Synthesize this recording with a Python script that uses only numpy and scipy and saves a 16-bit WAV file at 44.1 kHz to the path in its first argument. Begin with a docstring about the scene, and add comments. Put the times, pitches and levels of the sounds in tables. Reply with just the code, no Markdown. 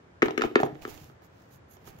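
"""A bare room with a stone floor: close to a phone, a hand shifts its grip on a small cardboard box. Fingers
and shifting contents knock on its walls: each contact snaps the stiff card and thumps the hollow box, with
blunt tocks and soft palm bumps underneath. Among the knocks and after them, skin and card slide over each other
in a few soft strokes, above a bed of low room rumble."""
import sys
import numpy as np
from scipy import signal
from scipy.fft import rfft, irfft
from scipy.io import wavfile
from scipy.ndimage import uniform_filter1d

SR = 44100
rng = np.random.default_rng(int(sys.argv[2]) if len(sys.argv) > 2 else 0)


def waveform_to_disk(signal):
    """Save audio, clipped to [-1, 1], as 16-bit WAV at the path in sys.argv[1]."""
    frames = np.transpose(np.atleast_2d(signal))
    scaled = np.clip(frames, -1, 1) * 32767
    samples = np.round(scaled).astype(np.int16)
    wavfile.write(sys.argv[1], SR, samples)


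N = 88200

# Tone of the room's rumble (frequency [Hz], relative level [dB])
RUMBLE_SPECTRUM = [(20, -44), (45, -15.5), (70, 3), (110, 4), (220, -3), (400, -4.5), (800, -12),
                   (1600, -15.5), (2600, -24.5), (4200, -32), (7000, -36.5), (8500, -44), (15500, -58.5)]
# Early reflections off floor and walls (delay [s], left gain [linear], right gain [linear])
REFLECTIONS = [(0.0078, 0.12, 0.18), (0.0118, 0.14, 0.11), (0.0215, 0.09, 0.042), (0.036, 0.079, 0.13)]
# Bands of the reverb tail (frequency [Hz], level [dB], t60 [s])
REVERB_BANDS = [(120, -13, 0.62), (302, -9.5, 0.44), (370, -4, 0.25), (560, -7, 0.37), (766, -15, 0.62),
                (990, -8, 0.2), (1560, -15.5, 0.4), (3240, -7.5, 0.29), (6900, -16, 0.62),
                (14100, -3.5, 0.49)]

# Sliding strokes (time [s], length [s], hiss [dB], top sizzle [dB], rubbed body [dB])
STROKES = [(0.229, 0.055, -52, -59, -38), (0.424, 0.055, -51, -65, -37), (0.598, 0.032, -50, -52, -48),
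           (0.641, 0.034, -60, -53, -60), (0.700, 0.19, -71.5, -77, -60), (0.81, 0.045, -53, -69, -50),
           (0.825, 0.17, -53, -60, -48.5), (0.884, 0.032, -54, -54, -67), (0.898, 0.24, -57.5, -64, -56),
           (1.213, 0.066, -63, -67.5, -66), (1.272, 0.29, -67.5, -81, -74), (1.498, 0.087, -64, -60.5, -66),
           (1.688, 0.086, -67, -56, -78), (1.728, 0.36, -66, -72, -57), (1.852, 0.06, -54, -55, -57.5),
           (1.985, 0.0075, -70, -55.5, -52)]
# Dry scuffs of the card's edge (time [s], length [s], level [dB])
EDGE_SCUFFS = [(0.815, 0.017, -53.5), (0.866, 0.042, -57), (0.944, 0.024, -68)]
# Tone of each friction layer and of the edge tick (frequency [Hz], relative level [dB])
HISS_SPECTRUM = [(800, -11), (2500, 5), (4300, 5), (5100, 5.5), (5800, 5.5), (6700, 3.5), (8000, -3),
                 (10500, -5.5), (12000, -9), (15500, 3)]
SIZZLE_SPECTRUM = [(2000, -28), (5900, -10.5), (6700, 4), (7600, -14.5), (10800, -7), (11900, 3),
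                   (13400, -1.5), (15000, -13.5), (15900, 0)]
RUB_SPECTRUM = [(80, 5.5), (250, -1.5), (400, -8.5), (800, 3.5), (1100, -8.5), (1700, -7.5), (3000, -9),
                (7000, -56.5)]
SCUFF_SPECTRUM = [(500, -12), (1500, -5), (3000, 3), (4000, -4), (8000, -20), (15000, -28)]
TICK_SPECTRUM = [(1000, -48), (3000, 15.5), (4500, 2.5), (6500, 11.5), (8500, -1.5), (10500, -11),
                 (12200, 3.5), (14500, -6), (15800, -17)]

# Soft palm bumps and blunt tocks on a side panel (time [s], level [dB])
PALM_HITS = [(0.229, -48), (0.274, -39), (0.443, -42.5), (0.632, -32), (0.725, -39), (1.011, -47.5),
             (1.090, -50.5), (1.555, -57), (1.867, -53.5), (1.951, -49.5)]
TOCK_HITS = [(0.2839, -30.5), (0.4385, -31.5), (0.6020, -29), (0.6315, -19.5), (0.6620, -40)]
# Knocks, ahead of the box's radiation EQ
# (time [s], thump [dB], clop [dB], crack [dB], crack focus [Hz], tick [dB], left minus right [dB])
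KNOCK_HITS = [(0.2207, -26.5, -32, -18, 1820, -41.5, 0.5), (0.2270, -14.5, -24.5, -22, 2400, -44, 2.5),
              (0.258, -31, -33, -40, 2160, -47, -2), (0.2833, -37, -42, -34.5, 1269, -62, 6),
              (0.307, -34.5, -31, -42, 3600, -48.5, -0.5), (0.357, -61, -59, -61, 1600, -78, -2),
              (0.3775, -24.5, -34.5, -25.5, 2480, -40.5, 4.5), (0.3941, -32.5, -63, -45.5, 1584, -64, 18.5),
              (0.4100, -33, -36, -33.5, 1600, -77, -2), (0.4191, -28.5, -30, -22.5, 1580, -40, 1),
              (0.4375, -30, -27, -31.5, 1300, -51, 0.5), (0.4465, -25.5, -37, -47, 1800, -54, 7.5),
              (0.5123, -39.5, -64, -55.5, 1600, -90, -5), (0.5555, -31.5, -55, -18.5, 1375, -46, -1),
              (0.5577, -15, -20.5, -19, 1615, -47, 3.5), (0.6007, -28, -27, -34, 1690, -46, 0.5),
              (0.6319, -33, -31, -32.5, 1230, -45, 1.5), (0.6470, -33.5, -53, -62, 1400, -75, 6),
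              (0.6620, -43, -58, -45.5, 1400, -73, -6), (0.747, -58, -68, -72, 2900, -65.5, 0),
              (0.754, -48, -68, -56.5, 2750, -76, -8.5), (0.8512, -35.5, -44, -33.5, 1430, -57, 0),
              (0.877, -39.5, -47, -67, 1500, -57, -0.5), (0.9760, -75, -56, -60, 3130, -58, -3),
              (1.0980, -56, -56, -58.5, 1260, -69.5, -5.5), (1.2195, -64, -53.5, -67, 1300, -82, -6),
              (1.7680, -61, -54.5, -65.5, 2470, -68, -10.5), (1.875, -52, -52.5, -51.5, 1450, -64.5, -6)]
# Resonances of the box (frequency [Hz], relative level [dB], t60 [s])
HELD_BOX_MODES = [(112.4, -12, 0.33), (144.5, 6, 0.096), (170, -1, 0.053)]  # the box as a whole: bump
SIDE_PANEL_MODES = [(407, -0.5, 0.05), (659, -7, 0.022), (740, 8, 0.013), (900, -15, 0.0042)]  # a side panel: tock
HOLLOW_MODES = [(273.4, -3, 0.037), (347.4, -2, 0.035), (401.4, 7.5, 0.028), (377.8, -22.5, 0.31),
                (473.3, -31, 0.54), (307.4, -26.5, 0.4)]  # the hollow inside: thump
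PANEL_MODES = [(590, -12, 0.012), (747, -2.5, 0.04), (826, 9, 0.014), (961, 5, 0.026)]  # bending panels: clop
STIFF_CARD_MODES = [(1313, 10.5, 0.017), (1480, 10, 0.0061), (1666, 19, 0.004), (1727, -9, 0.018),
                    (1890, -3, 0.0138), (2117, 1.5, 0.014), (2244, -6, 0.012), (2800, -12, 0.0061),
                    (3450, -10.5, 0.013), (4500, -39.5, 0.0023), (5100, -57, 0.0085), (6870, -14, 0.021),
                    (1244, -11.5, 0.25), (1800, -37.5, 0.2)]  # stiff card: crack
# How the box radiates: dips between mode groups, a lift around 290 Hz in the thump (frequency [Hz], gain [dB])
RADIATION_EQ = [(200, -3.5), (290, 4), (450, -2.5), (570, -7.5), (720, -4), (930, -4), (1060, -6),
                (1200, -2), (3100, -0.5), (4000, 0), (6500, -3), (9500, -9.5), (12000, -7)]

RUMBLE_DB, RUMBLE_WIDTH, REVERB_BUILD_S = -55.5, 0.54, 0.0062
GRAIN_DB, GRAIN_S, SNAGS_PER_S, SNAG_DB = 1.5, 0.002, 130, 17.5
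CHATTER_S, CHATTER_DB, FOCUS_DB = 0.0023, 3, 6.5
TICK_RISE_S, TICK_DECAY_S, THUMP_DELAY_S = 0.00076, 0.0028, 0.00043
HIT_WINDOW_S, TOP_HZ = 0.012, 15750
RING_T = np.arange(int(SR * .5)) / SR  # time since a hit [s]


def undb(db):
    """Decibels to gain."""
    return 10 ** (np.asarray(db) / 20)


def unit(x):
    """Scale to rms 1."""
    return x / np.sqrt(np.mean(x ** 2))


def hit(x, db):
    """Scale a transient so that its energy, packed into the hit window, has this level."""
    return x * undb(db) * np.sqrt(SR * HIT_WINDOW_S / np.mean(np.sum(x ** 2, axis=-1)))


def pan(db):
    """Stereo gains for a left-minus-right balance: negative leans right."""
    return undb(np.array([[db], [-db]]) / 2)


def add(out, x, start):
    """Mix a sound in at its cue, in seconds."""
    i = max(int(start * SR), 0)
    part = out[:, i:i + x.shape[-1]]
    part += x[..., :part.shape[-1]]


def eq(x, points):
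    """Minimum-phase EQ through (frequency [Hz], gain [dB]) points: no pre-ring on attacks."""
    size = 2 * x.shape[-1]
    hz, db = np.array(points, float).T
    log_hz = np.log(np.fft.rfftfreq(size, 1 / SR) + 1)
    cepstrum = irfft(np.log(undb(np.interp(log_hz, np.log(hz), db))))
    cepstrum[1:size // 2] *= 2
    cepstrum[size // 2 + 1:] = 0
    return irfft(rfft(x, size) * np.exp(rfft(cepstrum)))[..., :size // 2]


def stereo_noise(size, width):
    """White noise: mono at width 0, fully wide at 1."""
    mid, side = rng.standard_normal((2, size))
    return unit(np.array([mid + width * side, mid - width * side]))


def ring(modes, rise_s, cut_hz, order, lag_s=0.00019):
    """Damped modes, later on the right; low-cut, as small panels radiate little below resonance."""
    t = np.maximum(RING_T - np.array([[0], [lag_s]]), 0)
    attack = 1 - np.exp(-(t / rise_s) ** 2)
    tones = sum(undb(db - 60 * t / t60) * np.sin(2 * np.pi * hz * t) for hz, db, t60 in modes)
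    return signal.sosfilt(signal.butter(order, cut_hz, "high", fs=SR, output="sos"), attack * tones)


def room_rumble():
    """A steady bed of low air, nearly mono in the bass and wider above."""
    mid, side = eq(rng.standard_normal((2, N)), RUMBLE_SPECTRUM)
    side = RUMBLE_WIDTH * eq(side, [(120, -12), (600, 7)])
    return undb(RUMBLE_DB) * unit(np.array([mid + side, mid - side]))


def room_reverb(x):
    """Floor and near walls slap back first; a diffuse tail follows, each band at its own decay."""
    hz, db, t60 = np.array(REVERB_BANDS, float).T
    t = np.arange(SR) / SR
    log_hz = np.log(np.fft.rfftfreq(SR, 1 / SR) + 1)
    noise = rfft(stereo_noise(SR, width=0.61))
    response = np.zeros((2, SR))
    for weights, band_db, decay in zip(np.eye(len(hz)), db, t60):
        band = irfft(noise * np.interp(log_hz, np.log(hz), weights))
        fade = undb(-60 * t / decay) * (1 - np.exp(-(t / REVERB_BUILD_S) ** 2))
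        response += band * undb(band_db) * fade / np.sqrt(np.sum(fade ** 2))
    for delay, left, right in REFLECTIONS:
        add(response, np.array([[left], [right]]), delay)
    return x + signal.fftconvolve(x, response, axes=1)[:, :N]


def skin_slides():
    """Tiny slips of skin on card, with a few sharper snags, hiss and stir the box; its edge scuffs."""
    out, t = np.zeros((2, N)), np.arange(N) / SR
    grip = unit(uniform_filter1d(rng.standard_normal(N), int(GRAIN_S * SR)))
    snags = (rng.random(N) < SNAGS_PER_S / SR) * rng.standard_normal(N) * undb(SNAG_DB)

    def friction(spectrum):
        """One grainy layer; all layers share the same grip and snags."""
        slips = stereo_noise(N, width=1) + snags
        return unit(eq(slips * undb(GRAIN_DB * grip), spectrum))

    def swell(start, length):
        """A bell-shaped fade in and out, peaking mid-stroke."""
        return np.exp(-(3 * ((t - start) / length - .5)) ** 2) / np.sqrt(2)

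    hiss = friction(HISS_SPECTRUM) * pan(db=-7)
    sizzle = friction(SIZZLE_SPECTRUM) * pan(db=-16.5)
    rub = friction(RUB_SPECTRUM) * pan(db=-6.5)
    scuff = friction(SCUFF_SPECTRUM) * pan(db=-11)
    for start, length, hiss_db, sizzle_db, rub_db in STROKES:
        blend = undb(hiss_db) * hiss + undb(sizzle_db) * sizzle + undb(rub_db) * rub
        out += swell(start, length) * blend
    for start, length, db in EDGE_SCUFFS:
        out += swell(start, length) * undb(db) * scuff
    return out


def palm_bumps():
    """Low-end weight: the soft palm moves only the lowest modes."""
    out = np.zeros((2, N))
    body = ring(HELD_BOX_MODES, rise_s=0.0019, cut_hz=52, order=2)
    for start, db in PALM_HITS:
        add(out, hit(body, db), start)
    return out


def panel_tocks():
    """Blunt contacts ring only the mids of a side panel, right of centre."""
    out = np.zeros((2, N))
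    panel = ring(SIDE_PANEL_MODES, rise_s=0.00073, cut_hz=263, order=2, lag_s=0.00033)
    for start, db in TOCK_HITS:
        add(out, hit(panel, db) * pan(db=-3), start)
    return out


def edge_tick():
    """The card's edge tops off a knock with a tiny burst of bright noise."""
    envelope = np.exp(-RING_T / TICK_DECAY_S) * (1 - np.exp(-RING_T / TICK_RISE_S))
    return eq(stereo_noise(len(RING_T), width=0.76) * envelope, TICK_SPECTRUM)


def card_crack(card_ring, focus_hz):
    """A contact strikes the stiff card and chatters briefly; an EQ peak pitches the snap."""
    contact = stereo_noise(len(RING_T), width=0.58) * np.exp(-RING_T / CHATTER_S)
    contact *= undb(CHATTER_DB) / np.sqrt(np.sum(contact ** 2) / 2)
    contact[:, 0] += 1  # the strike itself
    snap = signal.fftconvolve(contact, card_ring, axes=1)[:, :len(RING_T)]
    return eq(snap, [(focus_hz / 2, 0), (focus_hz, FOCUS_DB), (focus_hz * np.sqrt(2), 0)])


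def box_knocks():
    """Each contact cracks the card, ticks its edge, bends a panel and thumps the hollow box."""
    out = np.zeros((2, N))
    thump = ring(HOLLOW_MODES, rise_s=0.0019, cut_hz=176, order=3)
    clop = ring(PANEL_MODES, rise_s=0.00057, cut_hz=150, order=2, lag_s=0.00046)
    card_ring = ring(STIFF_CARD_MODES, rise_s=0.00005, cut_hz=1094, order=5)
    for start, thump_db, clop_db, crack_db, focus_hz, tick_db, pan_db in KNOCK_HITS:
        crack = hit(card_crack(card_ring, focus_hz), crack_db) * pan(db=-1.5)
        tick = hit(edge_tick(), tick_db) * pan(db=-2)
        add(out, (hit(clop, clop_db) + crack + tick) * pan(pan_db), start)
        add(out, hit(thump, thump_db) * pan(pan_db), start + THUMP_DELAY_S)
    return eq(out, RADIATION_EQ)


def scene():
    """The mix: impacts go through the room reverb, slides stay dry over the rumble."""
    impacts = box_knocks() + panel_tocks() + palm_bumps()
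    return room_reverb(impacts) + skin_slides() + room_rumble()


def record(dry):
    """The phone cuts the top end with a steep low-pass."""
    return signal.sosfilt(signal.ellip(14, .2, 80, TOP_HZ, fs=SR, output="sos"), dry)


dry = scene()
out = record(dry)
waveform_to_disk(out)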